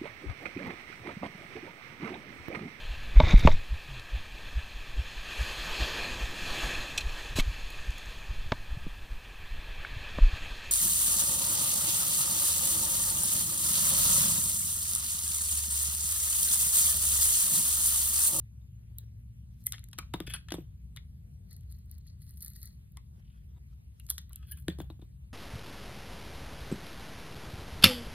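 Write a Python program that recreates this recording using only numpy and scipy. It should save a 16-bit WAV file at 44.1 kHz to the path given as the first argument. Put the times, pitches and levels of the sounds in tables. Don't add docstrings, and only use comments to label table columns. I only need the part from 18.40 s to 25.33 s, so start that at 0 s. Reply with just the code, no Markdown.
import sys
import numpy as np
from scipy import signal
from scipy.fft import rfft, irfft, next_fast_len
from scipy.io import wavfile
from scipy.ndimage import uniform_filter1d, map_coordinates

SR = 44100
rng = np.random.default_rng(int(sys.argv[2]) if len(sys.argv) > 2 else 0)


def waveform_to_disk(signal):
    frames = np.transpose(np.atleast_2d(signal))
    scaled = np.clip(frames, -1, 1) * 32767
    samples = np.round(scaled).astype(np.int16)
    wavfile.write(sys.argv[1], SR, samples)


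def voltage_ratio(level):
    return 10 ** (np.asarray(level, float) / 20)


N = 305613

# time_s, level_db
MAINS = [(0.0, -58.5), (0.93, -56.5), (1.56, -55.5), (2.28, -48.5), (3.09, -65.5), (3.26, -51), (4.25, -58),
         (4.59, -53.5), (5.44, -53), (6.1, -51), (6.89, -70), (6.93, -92.5)]
MAINS_HZ = 61.14
# time_s, pitch_hz, level_db
ENGINES = [
    [(-0.05, 108.9, -50.5), (1.94, 117.8, -55), (2.2, 102.8, -93)],
    [(-0.05, 65.3, -46), (0.07, 66.0, -50), (3.0, 72.9, -63.5)],
    [(3.0, 93.1, -51.5), (3.45, 78.0, -51.5), (4.45, 65.4, -60.5), (6.34, 72.8, -47), (6.98, 65.1, -59)],
]
# time_s, level_db
TRAFFIC = [(0.0, -54), (1.23, -54), (1.6, -51), (5.79, -55.5), (6.39, -49.5), (6.93, -56.5)]
# frequency_hz, density_db
RUMBLE = [(25, -52.5), (40, -14.5), (52, -1.5), (90, -6), (140, -8.5), (190, -17.5), (260, -33.5),
          (400, -45), (600, -55.5), (900, -73)]
# frequency_hz, density_db
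SHARED_HISS = [(250, -13.5), (700, -22), (1500, -23), (3500, -18.5), (6000, -16.5), (11000, -18),
               (14800, -19.5), (15800, -38.5)]
# frequency_hz, density_db
OPPOSED_HISS = [(300, 2.5), (700, -5.5), (1500, -10.5), (3000, -12.5), (5000, -33.5), (10000, -33),
                (12000, -32.5)]

# start_s, peak_db, low_hz, high_hz, high_over_low_db
SLAB_RINGS = [(0.213, -63, 1000, 3670, 11), (0.584, -56.5, 950, 3910, 38.5), (1.265, -32, 2029, 3126, -5),
              (1.341, -30, 1960, 3240, -1.5), (1.53, -41, 1117, 2530, 0.5), (1.586, -22, 1254, 2358, -3.5),
              (1.738, -20, 976, 3670, -2.5), (1.8, -34, 1197, 3160, -9), (1.941, -36, 1570, 3000, 6.5),
              (2.085, -32.5, 1700, 3260, 2), (2.119, -58.5, 1108, 3450, -7), (2.572, -34, 2066, 3440, -2),
              (4.57, -39, 1152, 2076, -3), (5.702, -32, 1028, 3480, 7.5), (5.781, -35.5, 1925, 3645, 9),
              (5.906, -49, 1240, 4070, -6), (6.028, -48.5, 1276, 2750, 0), (6.122, -43, 1587, 2970, 17),
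              (6.281, -36, 1840, 3680, -3), (1.432, -52, 2065, 3000, -10), (1.946, -31.5, 1530, 3370, -11),
              (5.598, -46.5, 2760, 3880, -12), (5.721, -51.5, 2015, 3360, 7.5),
              (5.892, -53.5, 1990, 3950, 2), (5.929, -48.5, 3040, 3860, -5), (5.958, -48.5, 2720, 3950, 5),
              (6.4, -34.5, 1600, 3440, 1), (6.3, -33, 1925, 3500, 8), (6.324, -50, 2470, 4450, 18),
              (2.139, -34, 897, 3550, 14), (1.354, -46, 2060, 3260, -1), (1.625, -42, 1245, 2420, -1),
              (6.5, -38.5, 900, 3780, 1), (6.617, -50, 830, 3650, 12.5)]
SLAB_T60_S = 0.049

# start_s, crust_db, depth_db, length_ms
CRUST_BREAKS = [(0.5849, -37, -38, 0.77), (1.262, -29, -25, 4), (1.2664, -16, -29, 2.3),
                (1.2682, -14.5, -29, 1.6), (1.3226, -23.5, -6.5, 2), (1.333, -62, 30, 3),
                (1.3407, -60.5, 25, 4.5), (1.35, -73, 1, 4), (1.36, -65, 11, 2), (1.382, -63, 22.5, 3.6),
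                (1.3935, -49, 0, 1.9), (1.4409, -39.5, -9, 0.91), (1.4866, -48, -11, 2.4),
                (1.5315, -49, 12.5, 3.8), (1.5807, -56.5, 13.5, 7), (1.5866, -31.5, 1.5, 5.55),
                (1.738, -44, 18, 4.8), (1.8032, -40, 14, 1.2), (1.8658, -51.5, -7.5, 3.5),
                (1.8761, -51.5, 10, 4.3), (1.8998, -58, 2, 6.1), (1.9377, -41.5, 15, 3.2),
                (1.9605, -63.5, 9, 8.2), (2.0856, -59, 22, 3.6), (2.1059, -54.5, 20.5, 5.2),
                (2.1214, -39, 15, 3.8), (2.1399, -40.5, 2, 1.9), (2.5631, -43, 4, 2.8),
                (2.571, -52.5, 20, 1.9),
                (4.5714, -43, 0.5, 1.9), (5.5986, -43.5, -7.5, 1.8), (5.6663, -43, -13, 1.3),
                (5.689, -52.5, 9, 4.3), (5.6969, -28, -26, 4), (5.7015, -14, -21, 1.7),
                (5.704, -20, -13.5, 1.9), (5.7862, -43, -1, 3.6), (5.7107, -26, -13.5, 1.6),
                (5.7808, -28.5, -5, 1.5), (5.9318, -31.5, -22, 0.92), (5.9587, -29.5, -28, 1.9),
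                (6.1137, -38, -37, 5.9), (6.1191, -34, -19, 2.6), (6.1729, -44, -26, 4.2),
                (6.2826, -38, 15.5, 1.5), (6.3863, -52, 1, 5.3), (6.395, -55.5, -2, 11),
                (6.4029, -50.5, 12, 1.4), (6.501, -75, 29, 1.84), (6.616, -75, 21.5, 5.4)]
# start_s, crust_db, length_ms
FLAKES = [(3.11, -46.5, 3.2), (3.1292, -44, 3.4), (3.1372, -55, 1.9), (3.165, -44, 2.6), (3.209, -55.5, 2),
          (3.2344, -62, 0.89), (3.312, -55, 2.2), (3.3172, -52, 1.8), (3.3236, -43.5, 3),
          (3.3886, -54.5, 1.8), (3.4974, -62, 1.1), (3.5322, -65, 1.2), (3.5514, -56, 0.79),
          (3.5815, -50, 0.86), (3.686, -58, 1.1), (3.8662, -56, 2.1), (3.8775, -60, 1.9), (3.94, -53, 1.4),
          (3.9775, -46, 1.9), (4.011, -41, 1.9), (4.021, -35, 0.5), (4.03, -31, 1.9), (4.153, -50, 1.7),
          (4.165, -40.5, 1.1), (4.264, -50, 1), (1.5137, -52, 1.6), (1.5373, -54, 2), (5.685, -56, 0.81),
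          (5.816, -52, 1.2), (5.923, -55, 2.2), (6.1874, -54, 1.2), (6.1986, -54, 0.65), (6.2234, -58, 2.1),
          (3.5132, -56, 0.28), (3.5425, -57, 1.1), (3.668, -56.5, 8.1), (3.8195, -47, 1.9),
          (3.893, -44, 1.6), (3.9084, -43, 1.4), (3.9729, -40, 1.3), (4.0068, -35, 1.4), (4.025, -24, 0.77),
          (4.0474, -32, 4.1), (4.0614, -33, 2.2), (4.0811, -30, 1.8), (4.1026, -42, 1.3), (4.135, -45, 2.7),
          (4.161, -42, 5.1), (4.2167, -39, 0.71), (4.2301, -32, 0.62), (4.2564, -37, 3.8), (4.2739, -44, 3)]
FLAKE_BAR_DB = -64.5
# start_s, level_db
GLINTS = [(0.5851, -31), (1.2405, -47), (3.087, -72), (3.385, -63), (3.459, -61), (3.5141, -39.5),
          (3.585, -50), (4.521, -56), (4.568, -61.5), (5.895, -52.5), (5.9587, -59)]
# centre_hz, width_hz
SOAP_MODES = [
    (11710, 4500),
    (6630, 6800),
    (3500, 1500),
    (1600, 1400),
    (14600, 5200),
]
DEPTH_SHARE = [0.026, 0.47, 1, 1, 0.3]
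DEPTH_DB = [-1.5, -1, -6.5, -10.5, -13]
GLINT_DB = [-1, -13.5, -26, -57.5, 7.5]
GLINT_MS = 0.4

# start_s, force_db, drag_db
CREAKS = [
    (1.205, -72.5, -15.5),
    (1.236, -70, -11),
    (1.257, -60, -14.5),
    (5.678, -70, -10),
    (6.188, -64, -17),
    (6.205, -81, -33),
    (6.222, -83, -2),
]
# start_s, force_db, drag_db
SHOVES = [(3.112, -63, -3.5), (3.313, -65, -2.5), (3.517, -72.5, 4.5), (3.67, -76, 7.5),
          (3.82, -62.5, -5.5), (3.889, -61.5, -6.5), (3.97, -61, -17), (4.027, -51.5, -7.5),
          (4.07, -54, -5.5), (4.11, -62.5, -4.5), (4.16, -59.5, -2.5), (4.2, -56, -19.5), (4.231, -57, -3),
          (4.259, -70, 5)]
SHOVE_RISE, FIZZ_FALL, SQUEAK_FALL = 570, 174, 180
# frequency_hz, density_db
FIZZ = [(6000, -30), (8000, -5), (9300, 0), (12000, 0), (14000, -2), (16000, -8)]
# centre_hz, width_hz, level_db
SQUEAK = [(4300, 600, 3), (5700, 900, -2), (6700, 500, 0)]
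# centre_hz, width_hz, level_db
GROAN = [(1250, 200, -5), (1950, 300, 0)]
GROAN_DB = -13.5
# time_s, level_db
THUMB = [
    (4.82, -79.5),
    (4.902, -68),
    (4.98, -89),
]

# start_s, peak_db, hardness_db, t60_s
DROPS = [(1.583, -53, 5.5, 0.088), (1.741, -26, 4.5, 0.041), (1.804, -32, 3.5, 0.054),
         (1.877, -39.5, 2, 0.033), (2.119, -35.5, 8, 0.082), (2.142, -28, 5.5, 0.035),
         (2.183, -39, -1.5, 0.071), (5.701, -60, 6, 0.073), (6.283, -27, 1.5, 0.059),
         (6.387, -41, 4.5, 0.049), (6.402, -30.5, 5.5, 0.045), (6.501, -47.5, 4, 0.1),
         (6.593, -51.5, 1, 0.055), (6.623, -48, 2, 0.056)]
# pitch_hz, level_db, share_of_t60
TABLE_TOP = [(175.4, -1, 1.74), (322.5, 8, 0.43), (434, -3, 0.26), (735, -3, 0.16), (970, -8, 0.11),
             (1290, -31.5, .2)]
# frequency_hz, density_db
CLATTER = [(200, -25.5), (500, -1.5), (1200, -12.5), (3500, -13.5), (6000, -26.5), (12000, -16)]

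# time_s, pressure_db
SLIDES = [
    [(1.862, -75), (1.868, -42), (1.879, -43), (1.888, -53), (1.9, -42), (1.913, -42.5), (1.93, -46.5),
     (1.944, -35), (1.962, -43), (2.01, -75)],
    [(5.88, -91), (5.96, -67), (6.0, -70), (6.035, -64), (6.06, -70), (6.085, -65), (6.12, -58.5),
     (6.14, -72), (6.18, -60), (6.24, -105)],
]
# frequency_hz, density_db
RASP = [(700, -11.5), (1500, -0.5), (2200, -1.5), (3100, -7), (4500, 7.5), (6000, -16)]
# frequency_hz, density_db
GRIT = [(3500, -30), (5000, -2), (9000, 0), (12500, -3), (14000, -16), (16500, -24)]
# centre_hz, width_hz, level_db
HOLDER = [(1530, 156, -2), (1770, 82, -0.5), (2020, 100, -9), (2570, 120, 0), (3000, 75, -0.5),
          (3310, 64, 6), (3500, 80, -4), (3800, 100, -9.5)]
RASP_DB, GRIT_DB, HOLDER_DB = -12.5, -14, -6

# start_s, peak_db, tip_over_blade_db
FLICKS = [(1.8647, -47.5, -11), (1.8967, -46, 2), (1.91, -55, -14), (1.92, -72, -17), (1.9364, -25.5, -21),
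          (1.9425, -46, -30), (1.962, -65, -10), (1.975, -56.5, -19.5), (6.069, -59, 3), (6.081, -56, 1),
          (6.09, -58, 5), (6.098, -56, 3), (6.1115, -41, 4), (6.118, -36, 1), (6.198, -61, 12),
          (6.211, -62, -7)]
FLICK_RISE_S = 0.0011
# pitch_hz, level_db, t60_s
BLADE = [(4670, -16, .05), (8560, -19, .035), (9970, 0, .06), (10280, -10, .04), (11300, -15, .035),
         (12300, -12, .035)]
TIP_HZ, TIP_T60_S = 13580, .045

# time_s, level_db
PALM = [
    (2.68, -94),
    (3.054, -77),
    (3.25, -86),
]
# centre_hz, width_hz, level_db
SKIN = [(400, 30, -2), (490, 25, 0), (700, 30, -5)]
# time_s, pitch_hz, level_db
HINGE = [
    (5.89, 1188, -86),
    (5.91, 1141, -75.5),
    (5.96, 1230, -88),
    (6.03, 1297, -75),
    (6.07, 1480, -105),
    (6.12, 1650, -51.5),
    (6.17, 1700, -96),
    (6.21, 1660, -74),
]

# frequency_hz, left_over_right_db
NEAR_PAN = [(300, -3), (1200, 5.5), (3000, 5), (6000, 3), (8500, 0), (12000, -.4)]
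# frequency_hz, lead_rad
LEAD = [(500, 0), (2500, .3), (3600, -1), (4200, -1.6), (5200, -np.pi), (7000, -3.3), (8000, -3.8),
        (10000, -5.4), (11500, -2 * np.pi)]
# frequency_hz, t60_s
WALLS = [(200, 0.11), (2000, 0.25), (10000, 0.2)]
# frequency_hz, level_db
WALL_COLOUR = [(300, 0), (2000, 0), (5000, -1), (10000, -7), (15000, -7)]
# frequency_hz, level_db
CAPSULE = [(15000, 1), (16000, -12), (16600, -24.5), (16900, -67)]


def unit(x):
    return x / np.sqrt(np.mean(x ** 2) + 1e-20)


def along(points, hz):
    f, v = np.transpose(points)
    return np.interp(np.log(hz + 1), np.log(f + 1), v)


def curves(rows):
    s, *columns = np.transpose(rows)
    t = np.arange(N) / SR
    gate = np.clip(np.minimum(t - s[0], s[-1] - t) / .006, 0, 1)
    return [np.interp(t, s, column) for column in columns] + [gate]


def place(out, start_s, sound):
    start = round(start_s * SR)
    out[..., start:start + sound.shape[-1]] += sound


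def wobble(rate):
    knots = rng.standard_normal(int(N * rate / SR) + 4)
    return map_coordinates(knots, [np.arange(N) * rate / SR])


def swells(times, peak_db, rise, fall):
    lag = np.arange(N) / SR - np.array(times)[:, None]
    return np.max(np.array(peak_db)[:, None] + np.minimum(rise * lag, -fall * lag), axis=0)


def filtered(x, response):
    m = next_fast_len(N + 8192)
    return irfft(rfft(x, m) * response(np.fft.rfftfreq(m, 1 / SR)), m)[..., :N]


def resonances(modes):
    def response(f):
        total = 0
        for k, (centre, width, db) in enumerate(modes):
            total = total + (-1) ** k * voltage_ratio(db) * 1j * f * width / (centre ** 2 - f * f + 1j * f * width)
        return total
    return response


def coloured(x, spectrum):
    return unit(filtered(x, lambda hz: voltage_ratio(along(spectrum, hz))))


def mottled(x, spectrum, patchy_db):
    z = signal.stft(x, nperseg=512)[2]
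    field = uniform_filter1d(rng.standard_normal(z.shape), size=8, axis=0)
    field = uniform_filter1d(field, size=10, axis=1)
    patchy = signal.istft(z * voltage_ratio(patchy_db * unit(field)), nperseg=512)[1][:N]
    return coloured(patchy, spectrum)


def grit(spiky_db, rate):
    return rng.standard_normal(N) * voltage_ratio(spiky_db * wobble(rate))


def rubbed(modes):
    return unit(filtered(grit(spiky_db=4.5, rate=110), lambda f: resonances(modes)(f) ** 2))


def ports(x, pan):
    def both(hz):
        half = voltage_ratio(along(pan, hz) / 2) * np.exp(.5j * along(LEAD, hz))
        return np.array([half, 1 / half])
    return filtered(x, both)


def diffuse(shared, across):
    return ports(shared, [(1000, 0)]) + across * [[1], [-1]]


def tone(hz, db, unsteady_db):
    return voltage_ratio(db + 1.0 + unsteady_db * wobble(7.2)) * -np.cos(2 * np.pi * np.cumsum(hz) / SR)


def background():
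    lows = tone(np.full(N, MAINS_HZ), curves(MAINS)[0] - 1.5, unsteady_db=2)
    for hz, db, gate in map(curves, ENGINES):
        firing = tone(hz, db, unsteady_db=1.5)
        octave = tone(2 * hz, db - 24, unsteady_db=3)
        lows += gate * (firing + octave)
    swell = voltage_ratio(curves(TRAFFIC)[0] + 2.5)
    rumble, across_rumble = (coloured(rng.standard_normal(N), RUMBLE) * swell for _ in range(2))
    lows = (lows + rumble) * voltage_ratio([[.8], [-.8]]) + 0.14 * across_rumble * [[1], [-1]]
    shared = mottled(rng.standard_normal(N), SHARED_HISS, patchy_db=3.0)
    across = mottled(rng.standard_normal(N), OPPOSED_HISS, patchy_db=3.0)
    return lows + diffuse(voltage_ratio(-79.0) * shared, voltage_ratio(-72.5) * across)


def slab_rings():
    out, t = np.zeros(N + SR), np.arange(SR // 8) / SR
    for s, db, low_hz, high_hz, tilt_db in SLAB_RINGS:
        drift = .14 * np.cumsum(rng.standard_normal((2, len(t))), axis=1)
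        pair = np.sin(2 * np.pi * np.outer([low_hz, high_hz], t) + drift)
        pair = voltage_ratio([[-tilt_db / 2], [tilt_db / 2]]) * pair
        envelope = voltage_ratio(db - 13 - 60 * t / SLAB_T60_S) * (1 - np.exp(-t / .0015))
        place(out, s, envelope * pair.sum(axis=0))
    return out[:N]


def fracture(ms):
    t = np.arange(2048) / SR - .01
    z = rng.standard_normal(2048)
    u = np.maximum(t, 0) / (0.00045 * ms)
    lead_in = voltage_ratio(-23.5) * np.exp(-np.abs(t) / 0.0009) + voltage_ratio(-41) * np.exp(-np.abs(t) / 0.005)
    snaps = np.sign(z) * np.abs(z) ** 1.1 * (u ** .45 * np.exp(-u) + lead_in)
    return snaps * ms ** .3 / np.linalg.norm(snaps)


def cracks():
    breaks = CRUST_BREAKS
    breaks = breaks + [(s, db, FLAKE_BAR_DB - db, ms) for s, db, ms in FLAKES]
    events = [(s, db + depth_db * np.array(DEPTH_SHARE) + DEPTH_DB, ms) for s, db, depth_db, ms in breaks]
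    events += [(s, db + np.array(GLINT_DB), GLINT_MS) for s, db in GLINTS]
    kicks = np.zeros((len(SOAP_MODES), N + 2048))
    for s, mode_db, ms in events:
        place(kicks, s - .01 - .00015 * ms, voltage_ratio(mode_db + 18.5)[:, None] * fracture(ms))
    out = np.zeros(N)
    for k, (centre, width) in enumerate(SOAP_MODES):
        mode = resonances([(centre, width, 0)])
        ring = filtered(kicks[k, :N], lambda f: mode(f) ** 2) * np.sqrt(4000 / width)
        out += (-1) ** k * ring
    return out


def cut():
    s, force_db, drag_db = np.transpose(SHOVES + CREAKS)
    fizz_db = swells(s, force_db, SHOVE_RISE, FIZZ_FALL)
    squeak_db = swells(s, force_db + drag_db, SHOVE_RISE, SQUEAK_FALL)
    grains = voltage_ratio(1.5 * wobble(40)) * grit(spiky_db=3.5, rate=500)
    fizz = voltage_ratio(fizz_db - 3) * mottled(grains, FIZZ, patchy_db=4.5)
    squeak = voltage_ratio(squeak_db) * rubbed(SQUEAK)
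    groan = voltage_ratio(squeak_db + GROAN_DB) * rubbed(GROAN)
    thumb_db, touch = curves(THUMB)
    thumb = touch * voltage_ratio(thumb_db - 6.0) * rubbed([(3000, 1500, 0)])
    return fizz + squeak + groan + thumb


def drops():
    out, crumbs, t = np.zeros(N + SR), np.zeros(N + SR), np.arange(SR // 4) / SR
    for s, db, hard_db, t60 in DROPS:
        place(crumbs, s, voltage_ratio(db - 27 + hard_db - 60 * t / (2.8 * t60)))
        for hz, level, share in TABLE_TOP:
            u = rng.standard_normal()
            peak_db = db + 2.84 + level + hard_db * np.log2(hz / 330) + u
            strength = voltage_ratio(peak_db - 60 * t / (t60 * share))
            strength *= 1 - np.exp(-(t * hz / 0.61) ** 2)
            place(out, s, strength * np.sin(2 * np.pi * hz * (1 + 0.012 * u) * t))
    return out[:N] + crumbs[:N] * mottled(grit(spiky_db=3.5, rate=200), CLATTER, patchy_db=5)


def slide():
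    pressure = sum(gate * voltage_ratio(press_db) for press_db, gate in map(curves, SLIDES))
    slips = voltage_ratio(2 * wobble(90)) * grit(spiky_db=3, rate=400)
    holder = unit(filtered(slips, lambda f: resonances(HOLDER)(f) * f / (f + 1500)))
    rasp = voltage_ratio(RASP_DB) * mottled(slips, RASP, patchy_db=7.5)
    fine = voltage_ratio(GRIT_DB) * coloured(slips, GRIT)
    return pressure * (rasp + fine + voltage_ratio(HOLDER_DB) * holder)


def flicks():
    out, t = np.zeros(N + SR), np.arange(SR // 8) / SR
    for s, db, tip_db in FLICKS:
        drift = 0.052 * np.cumsum(rng.standard_normal(len(t)))
        ring = np.zeros(len(t))
        for hz, level, t60 in BLADE + [(TIP_HZ, tip_db, TIP_T60_S)]:
            ring += voltage_ratio(level - 60 * t / t60) * np.sin(2 * np.pi * hz * t + drift)
        place(out, s, voltage_ratio(db - 3.5) * (1 - np.exp(-(t / FLICK_RISE_S) ** 2)) * ring)
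    return out[:N]


def palm():
    db, gate = curves(PALM)
    creak = filtered(grit(spiky_db=5, rate=15), resonances(SKIN))
    return gate * voltage_ratio(db - 2.0) * unit(creak)


def hinge():
    hz, db, gate = curves(HINGE)
    rough = 2 * np.pi * np.cumsum(hz + 40 * wobble(120)) / SR
    return gate * voltage_ratio(db - 1 + 4 * wobble(50)) * np.sin(rough)


def walls(x):
    hz, t, z = signal.stft(rng.standard_normal((8, SR // 3)), SR, nperseg=256)
    decay = voltage_ratio(-60 * t / along(WALLS, hz)[:, None])
    tails = signal.istft(z * decay, SR, nperseg=256)[1]
    tails = tails / np.linalg.norm(tails[0])
    turn = np.arange(N) // 2600 % 4
    parts = np.repeat([x * (turn == k) for k in range(4)], 2, axis=0)
    wet = signal.fftconvolve(parts, tails, axes=1)[:, :N]
    wet = wet.reshape(4, 2, N).sum(axis=0)
    wet = filtered(wet, lambda hz: voltage_ratio(along(WALL_COLOUR, hz)))
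    shared, across = np.pad(wet, ((0, 0), (180, 0)))[:, :N]
    opposed = 1.6 * filtered(across, lambda hz: hz / (hz + 400))
    return diffuse(shared, opposed) + voltage_ratio(-21) * across[::-1]


def scene():
    near = slab_rings() + cracks() + cut() + slide() + flicks() + palm() + hinge()
    thuds = drops()
    direct = ports(near, NEAR_PAN) + thuds * voltage_ratio([[.3], [-.3]])
    return direct + voltage_ratio(-14.5) * walls(near + 1.12 * thuds) + background()


def band_limit(x):
    return signal.sosfilt(signal.butter(12, 16820, fs=SR, output="sos"), x)


def record(dry):
    mix = filtered(dry, lambda hz: voltage_ratio(along(CAPSULE, hz)))
    return band_limit(mix)


dry = scene()
out = record(dry)
waveform_to_disk(out)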